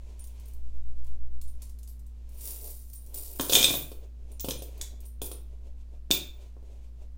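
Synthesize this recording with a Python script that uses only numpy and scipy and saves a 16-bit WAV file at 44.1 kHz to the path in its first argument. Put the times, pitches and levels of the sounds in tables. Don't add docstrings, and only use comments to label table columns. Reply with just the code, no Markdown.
import sys
import numpy as np
from scipy import signal
from scipy.fft import rfft, irfft, next_fast_len
from scipy.io import wavfile
from scipy.ndimage import uniform_filter1d, minimum_filter1d

SR = 44100
rng = np.random.default_rng(int(sys.argv[2]) if len(sys.argv) > 2 else 0)


def transcribe(signal):
    frames = np.atleast_2d(signal).T
    limited = np.clip(frames, -1, 1)
    pcm = np.round(limited * 32767).astype(np.int16)
    wavfile.write(sys.argv[1], SR, pcm)


N = 316197
TIME = np.arange(N) / SR
RING_TIME, BLOW_TIME = TIME[:SR // 2], TIME[:SR // 5]


def from_db(db):
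    return 10 ** (np.asarray(db) / 20)


def rms_one(x):
    return x / np.sqrt(np.mean(x ** 2) + 1e-20)


def unit_energy(x):
    return x / np.sqrt(np.sum(x ** 2) + 1e-20)


def at_peak(sound, db):
    return from_db(db) * sound / np.max(np.abs(sound))


def at_hz(points, hz):
    known_hz, values = np.transpose(points)
    return np.interp(np.log(np.maximum(hz, 1)), np.log(known_hz), values)


def level(rows):
    return from_db(np.interp(TIME, *np.transpose(rows), left=-200, right=-200))


def noise(spectrum, size=N):
    padded = next_fast_len(size)
    hz = np.fft.rfftfreq(padded, 1 / SR)
    white = rfft(rng.standard_normal(padded))
    return rms_one(irfft(white * from_db(at_hz(spectrum, hz)), padded)[:size])


def drift(per_s):
    knots = rng.standard_normal(4000)
    return rms_one(np.interp(TIME * per_s, np.arange(len(knots)), knots))


def add(track, start_s, sound):
    start = max(int(start_s * SR), 0)
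    track[start:start + len(sound)] += sound[:N - start]


def ringing(modes, uneven_db, detune):
    hz, db, t60_s = np.array(modes).T[:, :, None]
    strength, shift, side = rng.standard_normal((3, len(modes), 1))
    waves = np.sign(side) * np.sin(2 * np.pi * hz * (1 + detune * shift) * BLOW_TIME)
    decays = from_db(db + uneven_db * strength - 60 * BLOW_TIME / t60_s)
    return unit_energy(np.sum(waves * decays, axis=0))


def crack(spectrum, t60_s):
    return unit_energy(noise(spectrum, size=len(BLOW_TIME)) * from_db(-60 * BLOW_TIME / t60_s))


def shower(response, gain, per_s, uneven_db, objects=5):
    sizes = from_db(uneven_db * np.clip(rng.standard_normal(N), -2, 2)) * rng.choice([-1, 1], N)
    clicks = gain * rms_one(sizes * (rng.random(N) < per_s / SR))
    struck = rng.integers(0, objects, N)
    return sum(signal.oaconvolve(clicks * (struck == k), unit_energy(response()))[:N]
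               for k in range(objects))


# time_s, level_db
HUM_LEVEL = [(0.0, -44), (0.5, -42), (1.8, -42), (3.6, -46.5), (4.4, -42), (5.5, -42.5), (6.3, -45.5),
             (7.17, -44)]
# pitch_hz, relative_db
HUM_LINES = [(58.8, 1), (84, -24), (119, -31), (239.3, -25)]
# frequency_hz, relative_db
RUMBLE_SPECTRUM = [(20, 12), (30, -5.5), (45, -11), (75, -16), (100, -19.5), (130, -10.5), (175, -27),
                   (260, -28.5), (350, -26.5), (580, -30.5), (750, -36), (1500, -43), (5000, -46),
                   (15000, -54)]
def room_tone():
    wavering_s = TIME + .0006 * drift(per_s=0.89)
    hum = sum(from_db(db) * np.sin(2 * np.pi * hz * wavering_s) for hz, db in HUM_LINES)
    return np.sqrt(2) * level(HUM_LEVEL) * hum + from_db(-45.5) * noise(RUMBLE_SPECTRUM)


# frequency_hz, relative_db
ROOM_COLOUR = [(80, -6), (135, 4), (190, -9), (250, 1), (300, 0), (350, 2), (700, -.5), (1500, 0),
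               (15000, 0)]
# frequency_hz, t60_s
ROOM_DECAY = [(130, 0.57), (500, 0.39), (1500, 0.49), (3500, 0.36), (8000, 0.3), (15000, 0.29)]
def room_response(first_echo_s):
    t, hz = TIME[:SR], np.fft.rfftfreq(SR, 1 / SR)
    coloured = rfft(rng.standard_normal(SR)) * from_db(at_hz(ROOM_COLOUR, hz))
    edges_hz = np.geomspace(70, SR / 2, 12)
    tail = np.zeros(SR)
    for low, high in zip(edges_hz, edges_hz[1:]):
        band = irfft(coloured * (hz >= low) * (hz < high), SR)
        tail += band * from_db(-60 * t / at_hz(ROOM_DECAY, np.sqrt(low * high)))
    return unit_energy(tail * np.clip(t / first_echo_s - 1, 0, 1))


def air_sway():
    start_s, length_s, sway_hz = 0.515, 1.06, 4.3
    rocking = np.sqrt(np.sin(np.pi * np.clip((TIME - start_s) / length_s, 0, 1)))
    sway = from_db(-18.5) * rocking * np.sin(2 * np.pi * sway_hz * TIME)
    return signal.sosfilt(signal.butter(2, 12, fs=SR, output="sos"), sway)


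# peak_s, length_s, rub_db, flap_db
HAND_STROKES = [(0.105, 0.18, -68, -60), (0.221, 0.49, -68, -75), (0.442, 0.28, -65.5, -65),
                (0.76, .4, -72, -70), (0.99, 0.079, -68.5, -65), (1.077, 0.098, -66.5, -72),
                (1.16, 0.09, -75, -63), (1.626, 0.14, -66, -64.5), (2.496, 0.46, -61, -58.5),
                (2.683, 0.19, -71, -54), (3.17, 0.18, -66, -55), (3.36, 0.27, -64, -54.5),
                (4.042, 0.098, -65.5, -56.5), (4.323, 0.26, -68.5, -58.5), (4.685, 0.1, -62, -67),
                (4.811, 0.14, -57.5, -53.5), (4.943, 0.074, -82.5, -56), (5.042, 0.12, -67.5, -61),
                (5.533, 0.14, -71.5, -62.5), (5.673, 0.1, -68.5, -58), (5.812, 0.064, -70, -75),
                (5.943, 0.098, -71, -58), (6.427, 0.21, -64.5, -59.5), (6.715, 0.18, -68.5, -61.5),
                (6.844, 0.12, -67.5, -68), (7.025, 0.099, -68.5, -60.5)]
# frequency_hz, relative_db
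RUB_SPECTRUM = [(590, -20), (1000, -2), (1120, -13.5), (1220, -14.5), (1850, -15.5), (2400, -7.5),
                (5070, -13.5), (6630, -11), (16000, -25.5)]
# frequency_hz, relative_db
FLAP_SPECTRUM = [(150, -26), (250, -7.5), (265, -11.5), (432, -2), (487, -9.5), (583, -5.5), (1500, -39),
                 (1950, -53.5), (3300, -120)]
def cloth():
    rise_share, edge_db = 0.57, -13.5
    rubbing, flapping = np.zeros((2, N))
    for peak_s, length_s, rub_db, flap_db in HAND_STROKES:
        start_s = max(peak_s - length_s, 0)
        phase = (start_s + TIME[:SR] - peak_s) / length_s
        stroke = from_db(edge_db * np.maximum(-phase / rise_share, phase / (1 - rise_share)))
        add(rubbing, start_s, from_db(rub_db) * stroke)
        add(flapping, start_s, from_db(flap_db - 1.5) * stroke)
    rub = rubbing * noise(RUB_SPECTRUM) * from_db(1.5 * drift(per_s=36))
    flap = flapping * noise(FLAP_SPECTRUM) * from_db(1.3 * drift(per_s=30))
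    return rub + flap


# time_s, open_share
POUCH_MOUTH = [(0, 0.64), (.7, 0.75), (1.6, 0.4), (2.1, 0.65), (2.45, 0.85)]
def through_cloth(sound):
    muffled = signal.sosfilt(signal.butter(2, 11000, fs=SR, output="sos"), sound)
    opening = np.interp(TIME, *np.transpose(POUCH_MOUTH))
    return muffled + opening * (sound - muffled)


# time_s, relative_db
HEAP_SLIDE = [(2.31, -64.5), (2.476, -36), (2.6, -45.5), (2.66, -41), (2.87, -58), (3.12, -60), (3.16, -44),
              (3.384, -42.5), (3.412, -31), (3.468, -39), (3.545, -23.5), (3.61, -29), (3.74, -32.5),
              (3.98, -65.5)]
# start_s, relative_db
SLIPS = [(.47, -46.5), (1.411, -45), (1.477, -45.5), (1.618, -40), (1.885, -46), (2.66, -58), (2.93, -44),
         (3.143, -37), (3.16, -39), (3.41, -35), (4.445, -31.5), (4.487, -32), (4.625, -39), (5.055, -54),
         (5.219, -31), (5.25, -35.5), (5.315, -51.5), (6.135, -29.5)]
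def sliding_level():
    attack_s, t60_s = .005, 0.13
    gain = level(HEAP_SLIDE)
    slip = (1 - np.exp(-RING_TIME / attack_s)) * from_db(-60 * RING_TIME / t60_s)
    for start_s, db in SLIPS:
        add(gain, start_s, from_db(db) * slip)
    return gain


# frequency_hz, relative_db
TICK_SPECTRUM = [(300, -9), (1500, -22.5), (2500, -15.5), (4200, -7.5), (6000, -4.5), (8000, -0.5),
                 (11000, 2), (15500, 1.5)]
# pitch_hz, relative_db, t60_s
COIN_MODES = [(9200, -1.5, 0.042), (9623, -2, 0.042), (12586, -10, .025), (12800, 0.5, 0.043),
              (13350, -4.5, 0.035), (14740, -2, .02), (14600, 1, 0.091), (16056, -2.5, 0.055)]
def coin_touch(ring_db, tick_t60_s):
    tick = crack(TICK_SPECTRUM, tick_t60_s)
    return tick + from_db(ring_db) * ringing(COIN_MODES, uneven_db=1.0, detune=0.0046)


# start_s, peak_db
CLINKS = [(0.193, -39), (0.2407, -34), (0.272, -38.5), (0.398, -42.5), (0.456, -41), (0.535, -42.5),
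          (1.045, -46), (1.068, -44), (1.4145, -34.5), (1.62, -30), (1.695, -39.5), (1.788, -38),
          (1.831, -38), (1.8757, -37), (1.993, -48.5), (2.065, -47), (2.291, -46.5), (2.409, -31.5),
          (2.455, -26), (2.899, -40), (2.932, -34), (3.063, -39.5), (3.143, -25.5), (3.166, -32),
          (3.409, -20.5), (3.4958, -27), (3.5323, -13), (3.554, -16), (3.642, -13), (3.916, -44),
          (4.317, -43), (4.406, -30.5), (4.622, -30.5), (4.778, -40), (4.8148, -27.5), (5.004, -39.5),
          (5.055, -41.5), (5.218, -24.5), (5.3154, -30), (6.115, -29)]
def pouch_coins():
    clinks = np.zeros(N)
    for start_s, peak_db in CLINKS:
        add(clinks, start_s, at_peak(coin_touch(ring_db=-7, tick_t60_s=.045), peak_db))
    sliding = sliding_level()
    scrape = shower(lambda: coin_touch(ring_db=-6.5, tick_t60_s=0.011),
                    from_db(-3.5) * sliding, per_s=550, uneven_db=3.5)
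    jingle = shower(lambda: ringing(COIN_MODES, uneven_db=2, detune=0.0071),
                    from_db(-6) * sliding, per_s=130, uneven_db=3, objects=8)
    return through_cloth(clinks + scrape + jingle)


# start_s, pitch_hz, level_db
FREE_RINGS = [(.194, 9230, -46), (1.475, 9260, -55), (1.885, 12900, -52), (2.372, 9230, -53),
              (2.44, 12900, -43), (2.5, 9250, -49), (2.64, 9260, -47), (2.66, 12800, -44),
              (2.935, 15300, -44), (2.955, 9300, -45), (3.142, 14820, -36), (3.17, 9330, -38),
              (3.41, 15400, -30), (3.415, 9300, -36), (3.62, 15350, -28), (3.71, 15290, -26),
              (3.75, 11413, -29), (3.765, 15400, -26), (4.398, 15590, -36), (4.317, 9250, -56),
              (4.406, 15250, -31), (4.575, 9400, -46), (5.05, 9300, -51), (5.06, 11950, -54),
              (5.218, 15560, -38), (5.222, 9400, -39), (5.24, 11900, -44), (5.245, 12800, -44),
              (5.317, 9450, -42), (6.116, 9230, -37), (6.118, 15290, -23), (6.145, 15320, -26)]
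def free_coins():
    attack_s, split_hz, t60_cycles, tail_t60_s = .002, 45, 2300, .5
    out = np.zeros(N)
    attack = 1 - np.exp(-RING_TIME / attack_s)
    tail = from_db(-20 - 60 * RING_TIME / tail_t60_s)
    for start_s, pitch_hz, level_db in FREE_RINGS:
        decay = np.maximum(from_db(-60 * RING_TIME * pitch_hz / t60_cycles), tail)
        twin_hz = pitch_hz + split_hz * rng.uniform(0.25, 1.8)
        note = np.sin(2 * np.pi * pitch_hz * RING_TIME)
        twin = from_db(-7) * np.sin(2 * np.pi * twin_hz * RING_TIME)
        add(out, start_s, from_db(level_db) * (note + twin) * attack * decay)
    return out


def pour_level():
    start_s, full_s, ebb_s = 3.49, 3.55, 3.72
    sag_db_per_s, ebb_db_per_s = 35.5, 233.5
    swell_db = np.interp(TIME, [start_s, full_s], [-18, 0])
    sag_db = sag_db_per_s * np.maximum(TIME - full_s, 0)
    ebb_db = ebb_db_per_s * np.maximum(TIME - ebb_s, 0)
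    return (TIME >= start_s) * from_db(np.maximum(swell_db - sag_db - ebb_db, -200))


# pitch_hz, relative_db, t60_s
TABLE_MODES = [(135, -14, .04), (260, -5, .024), (340, 0, .02), (420, -1, .018), (500, -2, .016),
               (650, -5, .013), (980, -14, .012), (1500, -16, .008)]
def table_knock():
    return ringing(TABLE_MODES, uneven_db=2.5, detune=0.058)


# start_s, thud_db, crack_db
LANDINGS = [(3.397, -18.5, -25.5), (3.496, -23.5, -14.5), (3.523, -20, -10.5), (3.556, -29, -9),
            (3.57, -20, -30.5), (3.659, -34, -24), (3.706, -22.5, -40), (3.7405, -22.5, -23),
            (3.917, -36, -40), (4.4452, -22.5, -27.5), (4.456, -56, -53), (4.4856, -20.5, -21.5),
            (4.498, -53, -35), (4.5074, -38.5, -29), (4.621, -32.5, -36), (5.2175, -27.5, -36.5),
            (5.236, -37, -51), (5.315, -33.5, -33), (6.1057, -20, -23), (6.112, -34, -16),
            (6.567, -44, -73), (6.627, -46.5, -62.5)]
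# frequency_hz, relative_db
PILE_SPECTRUM = [(300, 6.5), (1000, -3), (1900, -22.5), (2500, 3.5), (3500, 7.5), (5000, 3), (8000, 1),
                 (11000, 0), (15500, 4)]
def pile():
    blows = np.zeros(N)
    for start_s, thud_db, crack_db in LANDINGS:
        add(blows, start_s, at_peak(table_knock(), thud_db + 0.04))
        add(blows, start_s, at_peak(crack(PILE_SPECTRUM, t60_s=0.062), crack_db))
    return blows + shower(table_knock, from_db(-36) * pour_level(), per_s=160, uneven_db=2.5)


# pitch_hz, relative_db, t60_s
GLASS_MODES = [(2413, -18, .05), (2434, -19, .045), (2600, -13, .018), (3190, -10, .025), (3270, -8, .025),
               (3380, -7, .03), (3515, -7, .03), (3600, -6, .03), (3700, -9, .025), (3984, -10, .012),
               (5122, -8, .018), (6043, -11, .016), (6718, -13, .016), (7230, -14, .016), (8200, -5, .022)]
def glass_ring(favoured_hz):
    boost_db, reach_hz = 7, 130
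    hz, db, t60_s = np.transpose(GLASS_MODES)
    db = db + boost_db * np.exp(-((hz - favoured_hz) / reach_hz) ** 2)
    return ringing(np.column_stack([hz, db, t60_s]), uneven_db=0, detune=0.0007)


# start_s, ring_db, crack_db, favoured_hz
GLASS_HITS = [(3.3977, -21, -21.5, 3180), (3.41, -26.5, -18, 3340), (3.533, -9, -7.5, 3400),
              (3.5458, -18, -13, 2410), (3.5525, -4, -4, 3640), (3.5534, -0.5, -15, 3248),
              (3.597, -16, -22, 2450), (3.628, -10, -8.5, 3370), (3.6432, -3, -7.5, 3590),
              (3.646, -9, -25, 3550), (3.7387, -36, -42, 3350), (4.397, -39, -24, 3320),
              (4.405, -48, -27, 3400), (4.5084, -21.5, -18.5, 3260), (4.813, -29.5, -15.5, 3500),
              (5.2172, -31, -28, 3396), (6.1116, -8.5, -8, 3610), (6.113, -20.5, -12.5, 3530)]
# frequency_hz, relative_db
GLASS_SPECTRUM = [(300, -11.5), (1900, -17.5), (2500, -4.5), (3500, 4), (5000, 2), (6700, 14.5), (8300, 2),
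                  (9500, -8), (15500, -13.5)]
def jar():
    def rattle():
        return glass_ring(rng.uniform(2300, 3700)) + from_db(1.5) * crack(GLASS_SPECTRUM, t60_s=0.01)

    blows = np.zeros(N)
    for start_s, ring_db, crack_db, favoured_hz in GLASS_HITS:
        add(blows, start_s, at_peak(glass_ring(favoured_hz), ring_db - 1))
        add(blows, start_s, at_peak(crack(GLASS_SPECTRUM, t60_s=0.017), crack_db - 5))
    return blows + shower(rattle, from_db(-31) * pour_level(), per_s=230, uneven_db=8, objects=8)


def scene():
    blows = pouch_coins() + jar() + pile()
    notes = free_coins()
    into_room = from_db(-3) * (blows + from_db(-12) * notes)
    echoes = signal.oaconvolve(into_room, room_response(first_echo_s=0.0024))[:N]
    return (blows + notes + echoes + cloth() + air_sway() + room_tone())[None]


def record(dry):
    ceiling, cutoff_hz = .55, 15900
    top_cut = signal.ellip(12, .1, 80, cutoff_hz, fs=SR, output="sos")
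    heard = signal.sosfilt(top_cut, dry)
    allowed = np.minimum(1, ceiling / (np.abs(heard) + 1e-9))
    gain = uniform_filter1d(minimum_filter1d(allowed, size=45), size=23)
    return signal.sosfilt(top_cut, heard * gain)


dry = scene()
out = record(dry)
transcribe(out)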